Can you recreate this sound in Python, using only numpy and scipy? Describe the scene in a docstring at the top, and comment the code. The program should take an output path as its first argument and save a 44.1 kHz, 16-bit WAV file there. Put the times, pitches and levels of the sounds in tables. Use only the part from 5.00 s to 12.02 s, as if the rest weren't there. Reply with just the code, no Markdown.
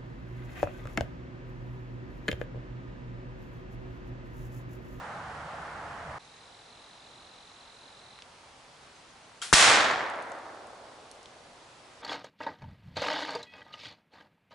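"""In a wood, a muzzleloader is fired: the lock snaps, the priming fizzes, a tenth of a second later the charge
booms. Cracks and gas pulses make the blast; decaying noise that loses treble makes the long roll off the
trunks. The sound opens on a louder far-off rush of shaped noise; then the scene changes to quiet forest air. A
small bird trills in swept sines, an insect chirps faintly in narrow-band noise. Short noise bursts are twigs,
and debris ticking down on the leaves."""
import sys
import numpy as np
from scipy import signal
from scipy.fft import rfft, irfft, next_fast_len
from scipy.io import wavfile
from scipy.ndimage import uniform_filter1d

SR = 44100
rng = np.random.default_rng(int(sys.argv[2]) if len(sys.argv) > 2 else 0)


def to_wav(sig):
    """Store sig (one row per channel, or 1-D mono) as 16-bit WAV at the path in sys.argv[1].

    Samples outside -1..1 are clipped; the rate is SR.
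    """
    pcm = np.clip(np.atleast_2d(sig), -1, 1) * 32767
    pcm = np.round(pcm).astype(np.int16)
    wavfile.write(sys.argv[1], SR, pcm.T)  # frames by channels


N = 309537
T = np.arange(N) / SR  # s

# Spectra are relative: a source's level is set apart from its colour.
# far-off rush: [f/Hz, density/dB per Hz]
RUSH_SPECTRUM = [(120, -29), (250, -11.5), (400, -12), (550, -5), (740, 0.5), (1000, -2.5), (1430, -3),
                 (1900, -9), (2500, -17.5), (3200, -20.5), (4500, -25), (8100, -32.5), (11000, -39)]
# low end of the rush: [f/Hz, density/dB per Hz]
RUMBLE_SPECTRUM = [(15, -35), (25, -3), (43, -16), (68, 4), (101, -3), (145, 2.5), (210, -5.5), (300, -25),
                   (600, -60), (2000, -120)]
# rumble over time: [t/s, level/dB]
RUMBLE_LEVEL = [(0, -52), (.48, -49), (.55, -52.5), (1.18, -52)]
# left-right likeness of the rush: [f/Hz, correlation/1]
RUSH_ALIKE = [(60, 1.0), (220, 1), (840, 0.89), (3140, 0.26), (11700, 0.8)]
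# quiet forest: [f/Hz, density/dB per Hz]
AIR_SPECTRUM = [(15, -37), (25, -10.5), (81, -6.5), (124, -4), (207, -7.5), (247, -5), (281, -7.5),
                (372, -6), (433, -5.5), (480, -4.5), (884, -2), (1900, -8.5), (4400, -11.5), (9440, -21.5),
                (11000, -26.5), (14300, -102), (22000, -120)]
# left-right likeness of the quiet forest: [f/Hz, correlation/1]
AIR_ALIKE = [(60, 1), (170, 0.91), (500, 0.83), (1420, 0.5), (4090, 0.47), (11700, 0.72)]
# bouts of a far insect: [t/s, length/s, chirp rate/Hz, level/dB]
INSECT_BOUTS = [(1.22, .22, 8.3, -65), (3.80, .65, 7.3, -68)]
# loudest ticks of twigs and falling bits: [t/s, nominal peak/dB, f/Hz]
TICKS = [(3.189, -34, 2000), (3.222, -32, 2900), (5.100, -39, 6800), (5.224, -40.5, 7200),
         (5.319, -35, 5150), (6.1141, -31.5, 7160), (6.23, -39.5, 6500), (6.258, -35, 3500)]
# blows of the lock: [t/s, snap level/dB, knock peak/dB]
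LOCK_BLOWS = [(4.417, -34, -59), (4.423, -42, -28)]
# ring modes of lock and barrel: [f/Hz, relative level/dB, t60 at damping 1/s]
STEEL_MODES = [(1340, -27, 0.046), (1620, -20, 0.064), (2186, -30, .2), (3215, 1.5, 0.45), (3740, -8, 0.37),
               (4480, -20, 0.27), (4560, -12, 0.48), (5500, -6, .25), (6780, -6, 0.3), (7380, -6, 0.32),
               (7500, -13, 0.46)]
# lock snaps and burning priming: [f/Hz, density/dB per Hz]
PRIMING_SPECTRUM = [(120, -40), (200, -20), (605, -13), (680, -10), (740, -9), (1600, -0.5), (1830, -3.5),
                    (6540, -4.5), (11000, -9), (14300, -44), (22000, -120)]
# single echoes from trunks and rocks: [t/s, nominal peak/dB, f/Hz]
ECHOES = [(4.5357, -7.5, 1980), (4.5378, -5, 4500), (4.539, -16, 6000), (4.5425, -17, 3470),
          (4.55, -18, 1700), (4.554, -7, 4800), (4.8009, -12, 1430), (4.861, -15, 1300)]
# scattered report before path loss: [f/Hz, density/dB per Hz]
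REPORT_SPECTRUM = [(18, -44), (35, -32), (96, -12.5), (187, -16.5), (250, -15.5), (400, -12.5), (600, -4.5),
                   (730, -2.5), (1000, -2.5), (1500, 0), (2200, 0), (3200, -0.5), (6550, -1.5), (8200, -3),
                   (11000, -10.5)]
# loss to air and foliage along the path: [f/Hz, loss rate/dB per s]
PATH_LOSS = [(40, 19), (130, 14.5), (280, -3), (600, 0), (1100, 5.5), (2000, 17), (2700, 33.5), (3700, 39),
             (6000, 60.5), (10500, 88)]
# left-right likeness of lock noise and roll: [f/Hz, correlation/1]
ROLL_ALIKE = [(60, 1), (170, 1), (500, 0.95), (1420, 0.62), (4090, 0.67), (11000, 0.78)]

RUSH_END_S, RUSH_DB, AIR_DB = 1.186, -41, -54
TRILL_START_S, TRILL_END_S = 1.201, 3.213
NOTES_PER_S, HURRY_PER_S = 43.7, 0.65  # pace at both ends; gain in mid-song
TRILL_DB, WARM_UP_DB, WARM_UP_S = -51.5, 3, 0.53  # full level; starts this much softer; time constant
CREEP_PER_S = 0.006  # pitch rise, as a share of the pitch at the trill's end
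DEBRIS_START_S, DEBRIS_FALL_S = 5.1, 0.4  # first landings; mean wait after that
DEBRIS_DB, DEBRIS_HZ = -46, 7000  # typical nominal peak and pitch
FIRE_S = 4.528  # the charge goes off
CRACK_CYCLES = 2.3  # swings in every crack, so a duller one is longer
FRONT_DB, FRONT_HZ, FRONT_LEFT_DB = -5, 1320, 10  # shock front; left over right
EDGE_DB, EDGE_HZ = -15, 7000  # its sharp leading edge
PUSH_DB, PUSH_DELAY_S, PUSH_WIDTH_S = -11.5, 0.0022, 0.00032  # gas shoves the air behind the front
SUCTION_DB, SUCTION_DELAY_S, SUCTION_WIDTH_S = -15.5, 0.01127, 0.00063  # air is sucked back
ROLL_DB, BUILD_DB, BUILD_S = -7.5, 11.5, 0.094  # echoes start BUILD_DB weaker, build as more trunks answer
WOOD_S, SPREAD_POWER = 0.24, 3.76  # past this delay echo power falls as this power of path length
NEAR_DB, NEAR_DELAY_S, NEAR_WIDTH_S = 5, 0.01, 0.0053  # cluster from nearest ground and brush
TOP_HZ = 11080  # recorder band limit


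def amp(db):
    """Decibels to gain."""
    return 10 ** (np.asarray(db) / 20)


def unit(x):
    """Scale to rms 1."""
    return x / np.sqrt(np.mean(x ** 2) + 1e-20)


def along(points, hz):
    """Read (Hz, value) points on a log frequency axis."""
    f, v = np.transpose(points)
    return np.interp(np.log(hz + 1), np.log(f + 1), v)


def filtered(x, response):
    """Multiply the spectrum of x by a response of frequency."""
    size = x.shape[-1]
    m = next_fast_len(size + 8192)
    return irfft(rfft(x, m) * response(np.fft.rfftfreq(m, 1 / SR)), m)[..., :size]


def add(track, start_s, sound):
    """Mix a short sound into a track at start_s."""
    part = track[..., round(start_s * SR):][..., :sound.shape[-1]]
    part += sound[..., :part.shape[-1]]


def fade(start_s, t60_s):
    """Envelope that jumps up at start_s and decays exponentially."""
    return (T >= start_s) * amp(-60 * np.abs(T - start_s) / t60_s)


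def bump(delay_s, width_s):
    """Gaussian bell of height 1, this long after the charge goes off."""
    return np.exp(-((T - FIRE_S - delay_s) / width_s) ** 2 / 2)


def stereo(pair, spectrum, alike):
    """Colour two unrelated signals and mix them as mid and side into partly alike channels, rms 1."""
    def mid_side(hz):
        angle = np.arccos(np.clip(along(alike, hz), -1, 1)) / 2
        return amp(along(spectrum, hz)) * [np.cos(angle), np.sin(angle)]
    mid, side = filtered(pair, mid_side)
    return unit(np.array([mid + side, mid - side]))


def panned(x, left_db):
    """Tilt the level toward the left."""
    return x * amp([[left_db / 2], [-left_db / 2]])


def patchy_noise(spectrum, alike, patchy_db):
    """Stereo noise whose gain drifts in patches of time and frequency."""
    z = signal.stft(rng.standard_normal((2, N)), nperseg=512)[2]
    field = rng.standard_normal(z.shape[1:])
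    field = uniform_filter1d(field, size=6, axis=0)
    field = uniform_filter1d(field, size=16, axis=1)
    pair = signal.istft(z * amp(patchy_db * unit(field)))[1][:, :N]
    return stereo(pair, spectrum, alike)


def forest_air():
    """A far-off rush with a low rumble plays first; then the scene changes to the quiet of the wood."""
    level_s, level_db = np.transpose(RUMBLE_LEVEL)
    rumble = amp(np.interp(T, level_s, level_db)) * patchy_noise(RUMBLE_SPECTRUM, RUSH_ALIKE, patchy_db=1.0)
    rush = amp(RUSH_DB) * patchy_noise(RUSH_SPECTRUM, RUSH_ALIKE, patchy_db=0.5)
    far_off = panned(rumble + rush, left_db=-1.5)
    quiet = panned(amp(AIR_DB) * patchy_noise(AIR_SPECTRUM, AIR_ALIKE, patchy_db=0.6), left_db=-0.6)
    closing = np.clip((RUSH_END_S - T) / 0.002, 0, 1)
    opening = np.clip((T - RUSH_END_S) / 0.011, 0, 1)
    return far_off * closing + quiet * opening


def bird(start_hz=4200, end_hz=3050, scatter_db=1.0):
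    """A dry trill: each note is a quick downward whistle, loudest near its top, blurred by the trees."""
    age_s = np.maximum(T - TRILL_START_S, 0)
    singing = (T > TRILL_START_S) & (T < TRILL_END_S)
    rate_hz = NOTES_PER_S + HURRY_PER_S * np.sin(np.pi * age_s / (TRILL_END_S - TRILL_START_S))
    cycle = np.cumsum(rate_hz * singing) / SR
    note = cycle.astype(int)
    pitch_chance, level_chance = rng.standard_normal((2, note[-1] + 1))[:, note]

    u = np.clip(cycle % 1 / 0.62, 0, 1)  # progress of the note; the rest of the cycle is silent
    fall, swell = u ** 1.8, np.sin(np.pi * u ** 0.65)
    drift = 1 + 0.0072 * pitch_chance + CREEP_PER_S * (T - TRILL_END_S)
    hz = (start_hz + (end_hz - start_hz) * fall) * drift
    level_db = TRILL_DB - WARM_UP_DB * np.exp(-age_s / WARM_UP_S) + scatter_db * level_chance
    song = singing * swell * amp(level_db) * np.sin(2 * np.pi * np.cumsum(hz) / SR)

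    t = T[:SR // 2]
    trees = rng.standard_normal((2, len(t))) * amp(-60 * t / 0.44)
    echo = signal.fftconvolve(song[None], trees / np.linalg.norm(trees[0]), axes=1)[:, :N]
    return panned(song, left_db=-1.5) + amp(-6.5) * echo


def insect(pitch_hz=6370, width_hz=45):
    """Bouts of faint, thin chirps on one slightly fuzzy pitch, each as long as the pause after it."""
    tone = unit(filtered(rng.standard_normal((2, N)),
                         lambda hz: np.exp(-((hz - pitch_hz) / width_hz) ** 2 / 2)))
    envelope = np.zeros(N)
    for start_s, length_s, rate_hz, db in INSECT_BOUTS:
        active = (T > start_s) & (T < start_s + length_s)
        chirps = np.maximum(np.sin(2 * np.pi * rate_hz * (T - start_s)), 0)
        envelope += amp(db) * active * chirps
    return tone * envelope


def debris(count=6, scatter_db=2.0, scatter_pitch=0.2):
    """Rows like TICKS for small bits thrown up by the shot, landing ever more rarely."""
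    chance = (np.arange(count) + rng.random(count)) / count
    waits_s = -DEBRIS_FALL_S * np.log(1 - chance)
    rows = []
    for wait_s, (loud, high) in zip(waits_s, rng.standard_normal((count, 2))):
        landing_s = min(DEBRIS_START_S + wait_s, T[-1])
        rows.append((landing_s, DEBRIS_DB + scatter_db * loud, DEBRIS_HZ * np.exp(scatter_pitch * high)))
    return rows


def ticks(spread=0.42):
    """Small dry bits hit leaves and twigs: each is a snap and a brief rustle around its own pitch."""
    out, t = np.zeros((2, N)), T[:SR // 20]
    envelope = amp(-60 * t / 0.0075) + amp(-18 - 60 * t / 0.06)  # snap + rustle
    for start_s, db, pitch_hz in TICKS + debris():
        noise = rng.standard_normal(len(t)) + 0.5 * rng.standard_normal((2, len(t)))  # shared + per side
        burst = unit(filtered(noise, lambda hz: np.exp(-(np.log((hz + 1) / pitch_hz) / spread) ** 2 / 2)))
        add(out, start_s, amp(db - 7.0) * burst * envelope)  # 7 dB: peak to rms
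    return out


def steel(start_s, damping, flutter_hz=14):
    """Lock and barrel ring in damped modes, each wavering in phase as the gun moves."""
    t, out = T[:SR // 2], np.zeros((2, N))
    for hz, db, t60_s in STEEL_MODES:
        drift = np.cumsum(rng.standard_normal((2, len(t))), axis=1) * np.sqrt(2 * np.pi * flutter_hz / SR)
        add(out, start_s, amp(db - 60 * damping * t / t60_s) * np.sin(2 * np.pi * hz * t + drift))
    return out


def lock(knock_hz=1400, knock_rise_s=0.001):
    """The hammer strikes and the steel rings; the priming burns until the charge catches."""
    out = np.zeros((2, N))
    for start_s, db, knock_db in LOCK_BLOWS:
        u = np.maximum(T - start_s, 0) / knock_rise_s
        noise = stereo(rng.standard_normal((2, N)), PRIMING_SPECTRUM, ROLL_ALIKE)
        out += amp(db) * fade(start_s, 0.042) * (1 - np.exp(-u)) * noise
        out += amp(knock_db) * u * np.exp(1 - u) * np.sin(2 * np.pi * knock_hz * (T - start_s))
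    burning = fade(LOCK_BLOWS[-1][0], 0.47) * (T < FIRE_S)
    fizz = burning * stereo(rng.standard_normal((2, N)), PRIMING_SPECTRUM, ROLL_ALIKE)
    ring = steel(LOCK_BLOWS[0][0], damping=2.6)
    return panned(out + amp(-37) * ring + amp(-35.0) * fizz, left_db=1.5)


def crack(db, hz):
    """A few swings of pressure with a steep start."""
    t = T[:SR // 20]
    envelope = np.sin(np.pi * np.sqrt(np.minimum(hz * t / CRACK_CYCLES, 1)))
    return amp(db) * envelope * np.sin(2 * np.pi * hz * t)


def blast():
    """Shock front and single echoes are short cracks, over the low shove and suction of the gas."""
    push = amp(PUSH_DB) * bump(PUSH_DELAY_S, PUSH_WIDTH_S)
    suction = amp(SUCTION_DB) * bump(SUCTION_DELAY_S, SUCTION_WIDTH_S)
    out = panned(push - suction, left_db=3.0)
    add(out, FIRE_S, panned(crack(FRONT_DB, FRONT_HZ) + crack(EDGE_DB, EDGE_HZ), FRONT_LEFT_DB))
    for start_s, db, hz in ECHOES:
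        add(out, start_s, crack(db, hz))
    # the air swings back after each push
    return signal.sosfilt(signal.butter(2, 37, 'high', fs=SR, output='sos'), out)


def barrel():
    """The discharge sets the barrel ringing, less damped than at the lock's blow."""
    return amp(-31) * steel(FIRE_S, damping=0.34)


def roll():
    """Dense echoes from trunks as noise: after a build-up, later ones are weaker and duller."""
    age_s = np.maximum(T - FIRE_S, 0)
    # first echoes crowd together, later ones stand out singly
    spiky_db = np.interp(age_s, [0.15, 0.3], [1.3, 2.8])
    sizes = amp(spiky_db * np.repeat(rng.standard_normal(N // 32 + 1), 32)[:N])
    sizes = sizes / amp(spiky_db ** 2 * np.log(10) / 20)  # same mean power at any scatter
    echoes = stereo(sizes * rng.standard_normal((2, N)), REPORT_SPECTRUM, ROLL_ALIKE)

    hz, t, z = signal.stft(echoes, SR, nperseg=1024)
    loss_db = along(PATH_LOSS, hz)[:, None] * np.maximum(t - FIRE_S, 0)
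    dulled = signal.istft(z * amp(-loss_db))[1][:, :N]

    build_db = NEAR_DB * bump(NEAR_DELAY_S, NEAR_WIDTH_S) - BUILD_DB * np.exp(-age_s / BUILD_S)
    spread_db = 10 * np.log10(1 + (age_s / WOOD_S) ** SPREAD_POWER)
    onset = np.minimum(age_s / 0.0016, 1)
    return panned(dulled * amp(ROLL_DB + build_db - spread_db) * onset, left_db=-0.7)


def scene():
    """Sum of all sources."""
    return forest_air() + bird() + insect() + ticks() + lock() + blast() + barrel() + roll()


def record(dry):
    """The recorder rounds off peaks near full scale and cuts steeply above its band limit."""
    rounded = dry / (1 + np.abs(dry) ** 4) ** (1 / 4)
    return filtered(rounded, lambda hz: 1 / np.sqrt(1 + (hz / TOP_HZ) ** 260))


dry = scene()
out = record(dry)
to_wav(out)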